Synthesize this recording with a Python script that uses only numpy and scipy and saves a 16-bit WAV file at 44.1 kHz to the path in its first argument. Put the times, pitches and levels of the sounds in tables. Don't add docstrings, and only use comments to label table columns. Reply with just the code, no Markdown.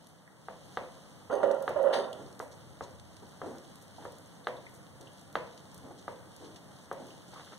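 import sys
import numpy as np
from scipy import signal
from scipy.fft import rfft, irfft, next_fast_len
from scipy.io import wavfile
from scipy.ndimage import uniform_filter1d

SR = 44100
rng = np.random.default_rng(int(sys.argv[2]) if len(sys.argv) > 2 else 0)


def transcribe(u):
    v = np.clip(np.atleast_2d(u).T, -1, 1)
    q = np.round(v * 32767).astype(np.int16)
    wavfile.write(sys.argv[1], SR, q)


N = 334278

# t/s, direct peak/dB, hardness as a
# corner f/Hz, relative ceiling ring/dB
KNOCKS = [(0.4850, -27, 1750, -10), (0.7725, -16.5, 3230, -4), (1.3, -40, 1500, 0), (1.679, -15, 2630, 0.5),
          (2.4010, -24, 1930, -1.5), (2.8088, -26, 1540, -8.5), (3.4167, -26, 1360, 2),
          (4.0528, -29.5, 1180, 2), (4.471, -14, 4340, 1), (5.355, -12.5, 3630, -10),
          (6.0804, -24, 1740, -2.5), (6.9143, -23, 1430, -2)]
# f/Hz, level/dB
KNOCK_COLOUR = [(60, -2), (200, -10), (400, 8), (600, 9), (900, 4.5), (1300, 5.5), (1900, -2), (3300, -12),
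                (4200, -15.5), (5500, -28), (10000, -45), (16000, -47)]
# delay/s, gain
ECHOES = [(.0025, 0.46), (.0041, 0.18), (.0092, .14), (0.0172, 0.13)]
# f/Hz, level/dB, t60/s
CEILING_MODES = [(372, -8, 0.55), (485, 0, 0.45), (503, 5, 0.29), (545, -5, 0.81), (592, -1, 0.26),
                 (684, -2.5, 0.53), (945, 1, 0.29), (1380, -11, 0.27), (1700, -44, 0.18), (1750, -1, 0.073),
                 (3230, -14.5, 0.15), (4240, -32, 0.14)]

def fastening_knocks(size=4096):
    out, hz = np.zeros((2, N)), bins(size)
    for s, db, hard_hz, ring_db in KNOCKS:
        treble_cut = (1 + (hz / hard_hz) ** 4) ** -.5
        bass_cut = (hz + 20) / np.hypot(hz + 20, 0.5 * hard_hz)
        log_gain = np.log(from_db(read(KNOCK_COLOUR, hz)) * treble_cut * bass_cut)
        mirrored = np.r_[log_gain, log_gain[-2:0:-1]]
        push = -np.fft.ifft(np.exp(np.conj(signal.hilbert(mirrored)))).real
        push *= from_db(db) / abs(push).max()
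        add(out, s, push)
        for delay, gain in ECHOES:
            add(out, s + delay, gain * push)
        stir = np.linalg.norm(push) * from_db(-2 - 3 * np.log2(hard_hz / 2000))
        tail = shaped(barn_tail(), lambda f: 1 / np.hypot(1, f / (0.64 * hard_hz)))
        add(out, s, stir * from_db(5) * tail)
        add(out, s, stir * from_db(ring_db) * ring(CEILING_MODES))
    return out


# f/Hz, width/Hz, level/dB
BOARD_MODES = [(222, 6.5, -11), (252.6, 4.6, -0.5), (389, 13, 3), (418, 15, -2), (504, 32, 4),
               (540, 12, -6), (636, 29, 1), (655, 33, -1), (690, 9.2, 3), (771, 22, -3.5), (957, 39, -4.5),
               (1393, 25, -5), (1600, 19, -19), (1720, 75, -16), (1896, 140, -17)]
# f/Hz, level/dB
BOARD_BODY = [(60, -52), (180, -21.5), (300, -13), (500, -5), (900, -9), (1200, -11.5), (1500, -20),
              (2000, -41), (3000, -25.5), (6000, -101), (15000, -66)]
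# f/Hz, left minus right/dB
STALL_SIDE = [(100, 6), (250, -6), (400, -2), (560, -7), (800, -12.5), (1200, 3), (15000, -6)]

def boards(drive):
    def response(hz):
        modes = sum(from_db(db) ** 2 / (1 + ((hz - f) / (width / 2)) ** 2) ** 2
                    for f, width, db in BOARD_MODES)
        pan = from_db(read(STALL_SIDE, hz) * np.array([[.5], [-.5]]))
        return np.sqrt(modes + from_db(read(BOARD_BODY, hz)) ** 2) * pan
    return steadied(unit(shaped(drive, response)), 0.013)


# t/s, rise/s, hold/s, scrape level/dB, grit level/dB
SHOVES = [(1.307, 0.0012, 0.072, -33, -63), (1.421, 0.0086, 0.081, -31.5, -61),
          (1.741, 0.028, 0.22, -33, -64), (1.924, 0.0084, 0.019, -29.5, -38.5)]
# f/Hz, level/dB
GRIT_COLOUR = [(400, -20), (1000, 0), (1800, -3), (3300, 16.5), (4500, 10.5), (6500, 2), (8000, -8),
               (8800, 8), (10500, -12), (13000, -12), (15000, -26)]
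# t/s, board level/dB, crack level/dB
BLOWS = [(1.2983, -31, -40.5), (1.325, -31.5, -33), (1.347, -41, -55), (1.402, -34, -45), (1.43, -27, -35),
         (1.486, -33, -42), (1.505, -32, -40), (1.611, -37, -55), (1.704, -32.5, -52), (1.761, -34, -36.5),
         (1.785, -38, -47), (1.837, -37, -40.5), (1.858, -41, -50), (1.871, -29.5, -32), (1.907, -28, -41),
         (1.98, -36, -40)]
# t/s, gain/dB
BOARD_LOWS = [(1.3, 0), (1.52, 5.5), (1.58, -2.5), (1.79, -2.5), (1.88, -2), (1.95, -0.5), (2.0, 1.5)]

def scuffle(scrape_t60=0.73, grit_t60=0.36, lows_below_hz=470):
    t = np.arange(N) / SR
    scrape_power, grit_power = np.zeros((2, N))
    for s, rise, hold, scrape_db, grit_db in SHOVES:
        scrape_power += (from_db(scrape_db) * held(t - s, rise, hold, scrape_t60)) ** 2
        grit_power += (from_db(grit_db) * held(t - s, rise, hold, grit_t60)) ** 2
    scrape = boards(0.36 * slips(N, per_s=680, spread_db=1) + noise(N))
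    grit = coloured(noise(N) + .5 * slips(N, per_s=2100, spread_db=6.5), GRIT_COLOUR)
    out = np.sqrt(scrape_power) * scrape + np.sqrt(grit_power) * grit
    for s, db, crack_db in BLOWS:
        add(out, s, struck(boards(noise(SR // 3, shared=0.55)), db, rise=0.0011, t60=0.15))
        crack = band(noise(SR // 8, shared=0.16), hz=1350, octaves=0.28)
        add(out, s, struck(steadied(crack, 0.0049), crack_db, rise=0.0011, t60=0.055))
    lows = shaped(out, lambda hz: 1 / (1 + (hz / lows_below_hz) ** 20))
    lows_gain = from_db(np.interp(t, *np.transpose(BOARD_LOWS)))
    return out + lows * (lows_gain - 1)


# t/s, length/s, first level/dB, last level/dB, f/Hz, relative lower mode/dB
GROANS = [(1.329, 0.054, -25, -31, 538, -6.5), (1.431, 0.022, -22.5, -20, 557.5, -16),
          (1.462, 0.058, -24.5, -26, 549.6, -18), (1.53, 0.111, -31, -34, 549.6, -21),
          (1.758, 0.031, -26, -25, 565, -32), (1.797, 0.064, -23.5, -23.5, 550, -34),
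          (1.857, 0.023, -20, -18, 550, -25), (1.887, 0.0079, -26, -24, 582, -15),
          (1.943, 0.071, -32.5, -31.5, 562.5, -6)]
GROAN_SIDE_DB = [
    [-40],
    [1.5],
]

def board_groan(low_mode_hz=410.2, throbs_per_s=27.6, hz_per_db=1.5, room_db=-13):
    direct, size = np.zeros((1, N)), SR // 2
    t = np.arange(size) / SR
    throb_db = 3.5 * np.cos(2 * np.pi * throbs_per_s * (t - 0.0098))
    def sing(hz):
        wavering_hz = hz * (1 + 0.0368 * drift(size, 88))
        flutter = from_db(2.5 * np.tanh(drift(size, 150)))
        return np.sin(2 * np.pi * np.cumsum(wavering_hz) / SR) * flutter
    for s, length, first_db, last_db, hz, low_db in GROANS:
        db = np.interp(t, [0, length], [first_db, last_db]) + throb_db
        tone = sing(hz + hz_per_db * (db - first_db)) + from_db(low_db) * sing(low_mode_hz)
        envelope = from_db(db) * held(t, rise=0.0017, hold=length, t60=0.058)
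        add(direct, s, envelope * steadied(tone[None], 0.024))
    room = signal.fftconvolve(direct, barn_tail(), axes=1)[:, :N]
    return from_db(GROAN_SIDE_DB) * direct + from_db(room_db) * unit(room) * direct.std()


# t/s, level/dB, brightness/(dB per octave), relative rattle/dB
JERKS = [(1.315, -58, 4, 0), (1.327, -59, 6, 2), (1.356, -66, 13, 3), (1.933, -43, -12, 13),
         (1.953, -49, -0.5, 5)]
CLIP_MODES = [(3060, 6.5, 0.29), (3500, -2, 0.33), (3645, 2.5, 0.44), (3740, -11, 0.26), (4150, -3, 0.28),
              (4630, 9.5, 0.29), (5510, -13, 0.15), (6290, 3, 0.38), (6420, -6, 0.23), (8690, 0.5, 0.22),
              (9100, -14, 0.25), (10440, -4, 0.3), (11000, -25, 0.24), (12930, -19, 0.23)]

def metal_clip():
    out = np.zeros((2, N))
    for s, db, tilt_db, rattle_db in JERKS:
        jingle = ring(CLIP_MODES, tilt_db)
        jingle *= .6 + drift(jingle.shape[1], 190)
        add(out, s, from_db(db) * jingle / jingle[:, :SR // 50].std())
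        contacts = noise(SR // 8, shared=0.48) + slips(SR // 8, per_s=850, spread_db=5.5)
        links = band(contacts, hz=4470 * 2 ** (tilt_db / 14), octaves=0.62)
        add(out, s, struck(unit(links), db + rattle_db, rise=0.0011, t60=0.051))
    return out


# t/s, level/dB, t60/s
THUDS = [(2.19, -45, 0.6), (2.813, -40.5, 0.13), (3.222, -41.5, 0.11), (3.431, -41.5, 0.44),
         (3.455, -38, 0.56), (3.983, -50.5, 0.56), (5.0, -51, 0.61), (5.356, -41, 0.18), (5.835, -46, 0.73),
         (5.904, -40, 0.089), (6.405, -47, 0.97), (6.99, -45, 0.63)]
# f/Hz, level/dB
THUD_COLOUR = [(50, -42), (150, -5.5), (280, 5), (500, 1.5), (800, -4.5), (1400, -16.5), (2500, -28),
               (8000, -27), (15000, -53)]

def low_thuds(size=SR // 2, rise_s=0.0054):
    out = np.zeros((2, N))
    for s, db, t60 in THUDS:
        thud = steadied(coloured(noise(size, shared=0.6), THUD_COLOUR), 0.014)
        add(out, s, struck(thud, db, rise_s, t60))
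        boom = unit(band(noise(size, shared=0.21), hz=97, octaves=0.065))
        add(out, s, struck(boom, db - 8.5, rise_s, t60=0.097))
    return out


# t/s, level/dB, hold/s, t60/s, rasp f/Hz
RUBS = [(1.326, -45, 0.003, 0.19, 1000), (1.429, -32, 0.003, 0.07, 1400), (1.928, -34, 0.003, 0.35, 1700),
        (3.54, -54, 0.003, 0.19, 1200), (4.007, -55, 0.05, 0.15, 900), (5.907, -52, 0.003, 0.085, 900),
        (7.325, -51, 0.016, 0.11, 935), (7.356, -50, 0.038, 0.3, 1170), (7.462, -53.5, 0.012, 0.19, 1400),
        (7.516, -46.5, 0.016, 0.11, 1200)]
# f/Hz, level/dB
RUB_COLOUR = [(100, -3), (500, 13.5), (1200, 7.5), (1900, 9), (3400, -1.5), (5500, -8), (9000, -12),
              (15000, -44)]

def halter_rubs(size=SR // 2):
    out, t = np.zeros((2, N)), np.arange(size) / SR
    for s, db, hold, t60, hz in RUBS:
        grains = noise(size, shared=.3) + slips(size, per_s=350, spread_db=3)
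        rasp = shaped(grains, lambda f: 1 + from_db(0.5) * bell(f, hz, octaves=0.31))
        add(out, s, from_db(db) * held(t, 0.0051, hold, t60) * coloured(rasp, RUB_COLOUR))
    return out


# t/s, rough peak/dB, f/Hz, t60/s
CREAKS_AND_CLACKS = [(0.276, -52, 1860, 0.021), (2.129, -42, 3150, 0.02), (3.983, -41, 790, 0.036),
                     (4.445, -52, 3880, 0.016), (4.567, -50, 3570, 0.025), (4.666, -46.5, 2080, 0.036),
                     (5.071, -46, 2960, 0.028), (5.909, -44, 860, 0.03), (7.105, -48, 2850, 0.03),
                     (7.359, -42.5, 1160, 0.09), (7.467, -54, 3330, 0.03)]

def creaks_and_clacks():
    out = np.zeros((2, N))
    for s, db, hz, t60 in CREAKS_AND_CLACKS:
        add(out, s, snap(db, hz, octaves=0.13, t60=t60, room_db=-18))
    return out


# t/s, rough peak/dB, centre f/Hz, t60/s
SNAPS = [(0.068, -49.5, 6500, 0.018), (1.511, -42, 4780, 0.031), (1.623, -41.5, 9400, 0.014),
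         (1.69, -44.5, 8500, 0.033), (1.827, -47, 10000, 0.0083), (2.1285, -42, 4700, 0.013),
         (2.3258, -50, 5340, 0.016), (2.392, -42.5, 5840, 0.008), (2.996, -48, 4520, 0.018),
         (3.166, -48, 4200, 0.018), (3.197, -55, 4200, 0.015), (3.582, -48, 5100, 0.01),
         (3.7555, -48.5, 7500, 0.009), (3.879, -55, 6000, 0.013), (4.1195, -49, 8000, 0.016),
         (4.183, -47, 8500, 0.01), (4.258, -54, 7000, 0.014), (5.009, -46.5, 6000, 0.022),
         (5.027, -56, 6000, 0.012), (5.175, -57, 6000, 0.012), (5.211, -52, 6800, 0.017),
         (5.326, -50, 6000, 0.0076), (5.575, -46.5, 3620, 0.022), (5.743, -44.5, 7700, 0.015),
         (5.777, -47, 8060, 0.015), (6.362, -46.5, 7000, 0.014), (6.558, -45.5, 3570, 0.073),
         (6.926, -45.5, 7400, 0.025), (7.067, -50, 8000, 0.013), (7.3388, -46.5, 3780, 0.025),
         (7.445, -57, 5800, 0.018)]
# t/s, level/dB, length/s, centre f/Hz
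SCUFFS = [(0.735, -59, 0.018, 5000), (1.07, -67, 0.02, 4500), (2.405, -56, 0.026, 7750),
          (2.512, -55, 0.014, 5000), (2.82, -52.5, 0.023, 4850), (3.81, -56, 0.018, 7900),
          (4.737, -55, 0.011, 7500), (5.975, -56, 0.016, 4660), (6.435, -56, 0.027, 3880),
          (6.81, -63, 0.039, 6450)]

def straw(crackles=150, top_hz=11200):
    out, t = np.zeros((2, N)), np.arange(SR // 4) / SR
    for s, db, hz, t60 in SNAPS:
        add(out, s + .001, snap(db, hz, octaves=0.86, t60=t60, room_db=-24))
    for s, db, length, hz in SCUFFS:
        grains = .6 * noise(len(t)) + slips(len(t), per_s=900, spread_db=3)
        envelope = from_db(db) * held(t, rise=0.005, hold=length, t60=0.12)
        add(out, s, envelope * unit(band(grains, hz, octaves=0.68)))
    for when, strength, pitch in rng.random((crackles, 3)):
        db, hz = -63 + 9 * strength ** 3, 3000 * 3.5 ** pitch
        add(out, when * N / SR, snap(db, hz, octaves=0.35, t60=0.016, room_db=-22))
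    return shaped(out, lambda hz: 1 / np.hypot(1, (hz / top_hz) ** 4))


# f/Hz, level/dB
RUSTLE_COLOUR = [(300, -10), (1800, -16), (3000, 19), (5200, 13), (6800, 12.5), (8500, 4.5), (10500, 7.5),
                 (12500, -16), (14000, -2), (15500, -15)]
# middle t/s, half length/s, gain/dB
STIRS = [(6.508, 0.23, 3), (7.42, 0.2, 5)]

def hay_rustle(base_db=-63, flicker_db=1.7):
    grains = noise(N) + .55 * slips(N, per_s=400, spread_db=4)
    stir_db = sum(swell_db(*stir) for stir in STIRS)
    return coloured(grains, RUSTLE_COLOUR) * from_db(base_db + stir_db + flicker_db * drift(N, 4.2))


# f/Hz, level/dB
AIR_COLOUR = [(20, -43), (45, -19.5), (65, -46), (90, -12.5), (130, 0), (180, 2), (250, -3.5), (310, -4),
              (370, -10), (490, -5), (900, -7.5), (1400, -12), (2000, -16), (3300, -38.5), (9000, -22.5),
              (12000, -33.5), (15500, -38)]
# f/Hz, level/dB
DRAUGHT_COLOUR = [(20, -30), (45, -25), (65, -3), (100, 7.5), (130, 0.5), (200, -22), (500, -47)]

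def aisle_air():
    rush = coloured(noise(N), AIR_COLOUR) * from_db(-53 + .5 * drift(N, 5.9))
    draught = coloured(noise(N), DRAUGHT_COLOUR)
    draught_db = -67.5 + swell_db(middle_s=3, half_s=0.41, db=6.9) + 2.8 * drift(N, 8.3)
    side_db = np.array([[2.5], [-1.5]])
    return rush + draught * from_db(draught_db + side_db)


# f/Hz, level/dB
BARN_COLOUR = [(60, -22), (130, -12), (400, -9), (520, 4), (650, 0.5), (800, -5), (1000, -1), (1400, -10.5),
               (1900, -8.5), (3500, -16.5), (6000, -21), (15000, -28)]
# f/Hz, t60/s
BARN_DECAY = [(200, 0.7), (530, 0.56), (1400, 0.48), (3700, 0.44), (12000, 0.18)]

def barn_tail():
    hz, frame_s, spectra = signal.stft(noise(SR * 3 // 4, shared=0.35), SR, nperseg=256)
    decay = from_db(-60 * frame_s / read(BARN_DECAY, hz)[:, None])
    tail = signal.istft(spectra * decay, SR, nperseg=256)[1]
    t = np.arange(tail.shape[1]) / SR
    tail = coloured(tail, BARN_COLOUR) * (1 - np.exp(-(t / 0.0013) ** 2))
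    return tail / np.sqrt((tail ** 2).sum() / 2)


def ring(modes, tilt_db=0, vary_db=2):
    t, sound = np.arange(SR * 3 // 4) / SR, 0
    for hz, db, t60 in modes:
        cycles = hz * t + rng.random() + 0.31 * rng.random((2, 1))
        mode_db = db + tilt_db * np.log2(hz) + vary_db * rng.standard_normal()
        sound += struck(np.sin(2 * np.pi * cycles), mode_db, 0.0013, t60)
    return sound / np.sqrt((sound ** 2).sum() / 2)


def snap(db, hz, octaves, t60, room_db):
    hiss = steadied(band(noise(SR // 3, shared=0.65), hz, octaves), 0.0033)
    burst = struck(hiss, 0, rise=0.00077, t60=t60)
    tail = struck(hiss, room_db, rise=0.0073, t60=0.41)
    rough_peak = 2 * burst.mean(0)[:SR // 200].std()
    return (burst + tail) * from_db(db) / rough_peak


def slips(size, per_s, spread_db):
    chance, strength = rng.random(size), np.minimum(rng.exponential(1, size), 4)
    return unit((chance < per_s / SR) * from_db(spread_db * strength) * rng.choice([-1, 1], size))


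def noise(size, shared=0):
    left, right, common = rng.standard_normal((3, size))
    return np.sqrt(1 - shared) * np.array([left, right]) + np.sqrt(shared) * common


def drift(size, hz):
    return unit(shaped(rng.standard_normal(size), lambda f: np.exp(-(f / hz) ** 2)))


def swell_db(middle_s, half_s, db):
    return db * np.exp(-((np.arange(N) / SR - middle_s) / half_s) ** 2)


def held(t, rise, hold, t60):
    return (1 - np.exp(-np.maximum(t, 0) / rise)) * from_db(-60 * np.maximum(t - hold, 0) / t60)


def struck(x, db, rise, t60):
    return x * from_db(db) * held(np.arange(x.shape[-1]) / SR, rise, 0, t60)


def steadied(x, seconds):
    power = uniform_filter1d((x ** 2).mean(0), int(seconds * SR))
    return x / np.sqrt(abs(power) + 1e-12)


def shaped(x, gain):
    size = next_fast_len(x.shape[-1] + 2048)
    return irfft(rfft(x, size) * gain(bins(size)), size)[..., :x.shape[-1]]


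def coloured(x, colour):
    return unit(shaped(x, lambda hz: from_db(read(colour, hz))))


def band(x, hz, octaves):
    return shaped(x, lambda f: bell(f, hz, octaves))


def bell(f, hz, octaves):
    return np.exp(-.5 * (np.log2((f + 1) / hz) / octaves) ** 2)


def bins(size):
    return np.fft.rfftfreq(size, 1 / SR)


def read(points, hz):
    f, value = np.transpose(points)
    return np.interp(np.log(hz + 1), np.log(f + 1), value)


def from_db(db):
    return 10 ** (np.asarray(db) / 20)


def unit(x):
    return x / np.sqrt(np.mean(x ** 2) + 1e-20)


def add(mix, s, sound):
    part = mix[:, max(round(s * SR), 0):][:, :sound.shape[-1]]
    part += sound[..., :part.shape[1]]


def scene():
    events = fastening_knocks() + scuffle() + metal_clip() + board_groan()
    events += low_thuds() + halter_rubs() + creaks_and_clacks() + straw()
    t = np.arange(N) / SR
    fade_in = from_db(-4.5 * np.maximum(1 - (t / 0.71) ** 2, 0))
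    return events + (aisle_air() + hay_rustle()) * fade_in


# f/Hz, side gain/dB
PAIR_WIDTH = [(40, 8), (90, 4.5), (180, -4), (500, -1), (1000, 0.5), (1500, 2.5), (4000, 3.5), (15000, 0)]
PAIR_NULL_HZ, BAND_LIMIT_HZ = 2472, 15800

def record(dry):
    angle = lambda hz: np.pi * hz / PAIR_NULL_HZ
    leak = lambda hz: np.minimum(from_db(-27) * (hz / 6000) ** 4, .7)
    mid_comb = lambda hz: np.hypot(np.sin(np.maximum(angle(hz), np.pi / 2)), leak(hz))
    side_comb = lambda hz: np.hypot(np.cos(angle(hz)), leak(hz))
    mid = shaped((dry[0] + dry[1]) / 2, mid_comb)
    side = shaped((dry[0] - dry[1]) / 2, lambda hz: side_comb(hz) * from_db(read(PAIR_WIDTH, hz)))
    low_pass = signal.firwin(511, BAND_LIMIT_HZ, window=("kaiser", 9), fs=SR)
    return signal.oaconvolve(np.array([mid + side, mid - side]), low_pass[None], "same", axes=1)


dry = scene()
out = record(dry)
transcribe(out)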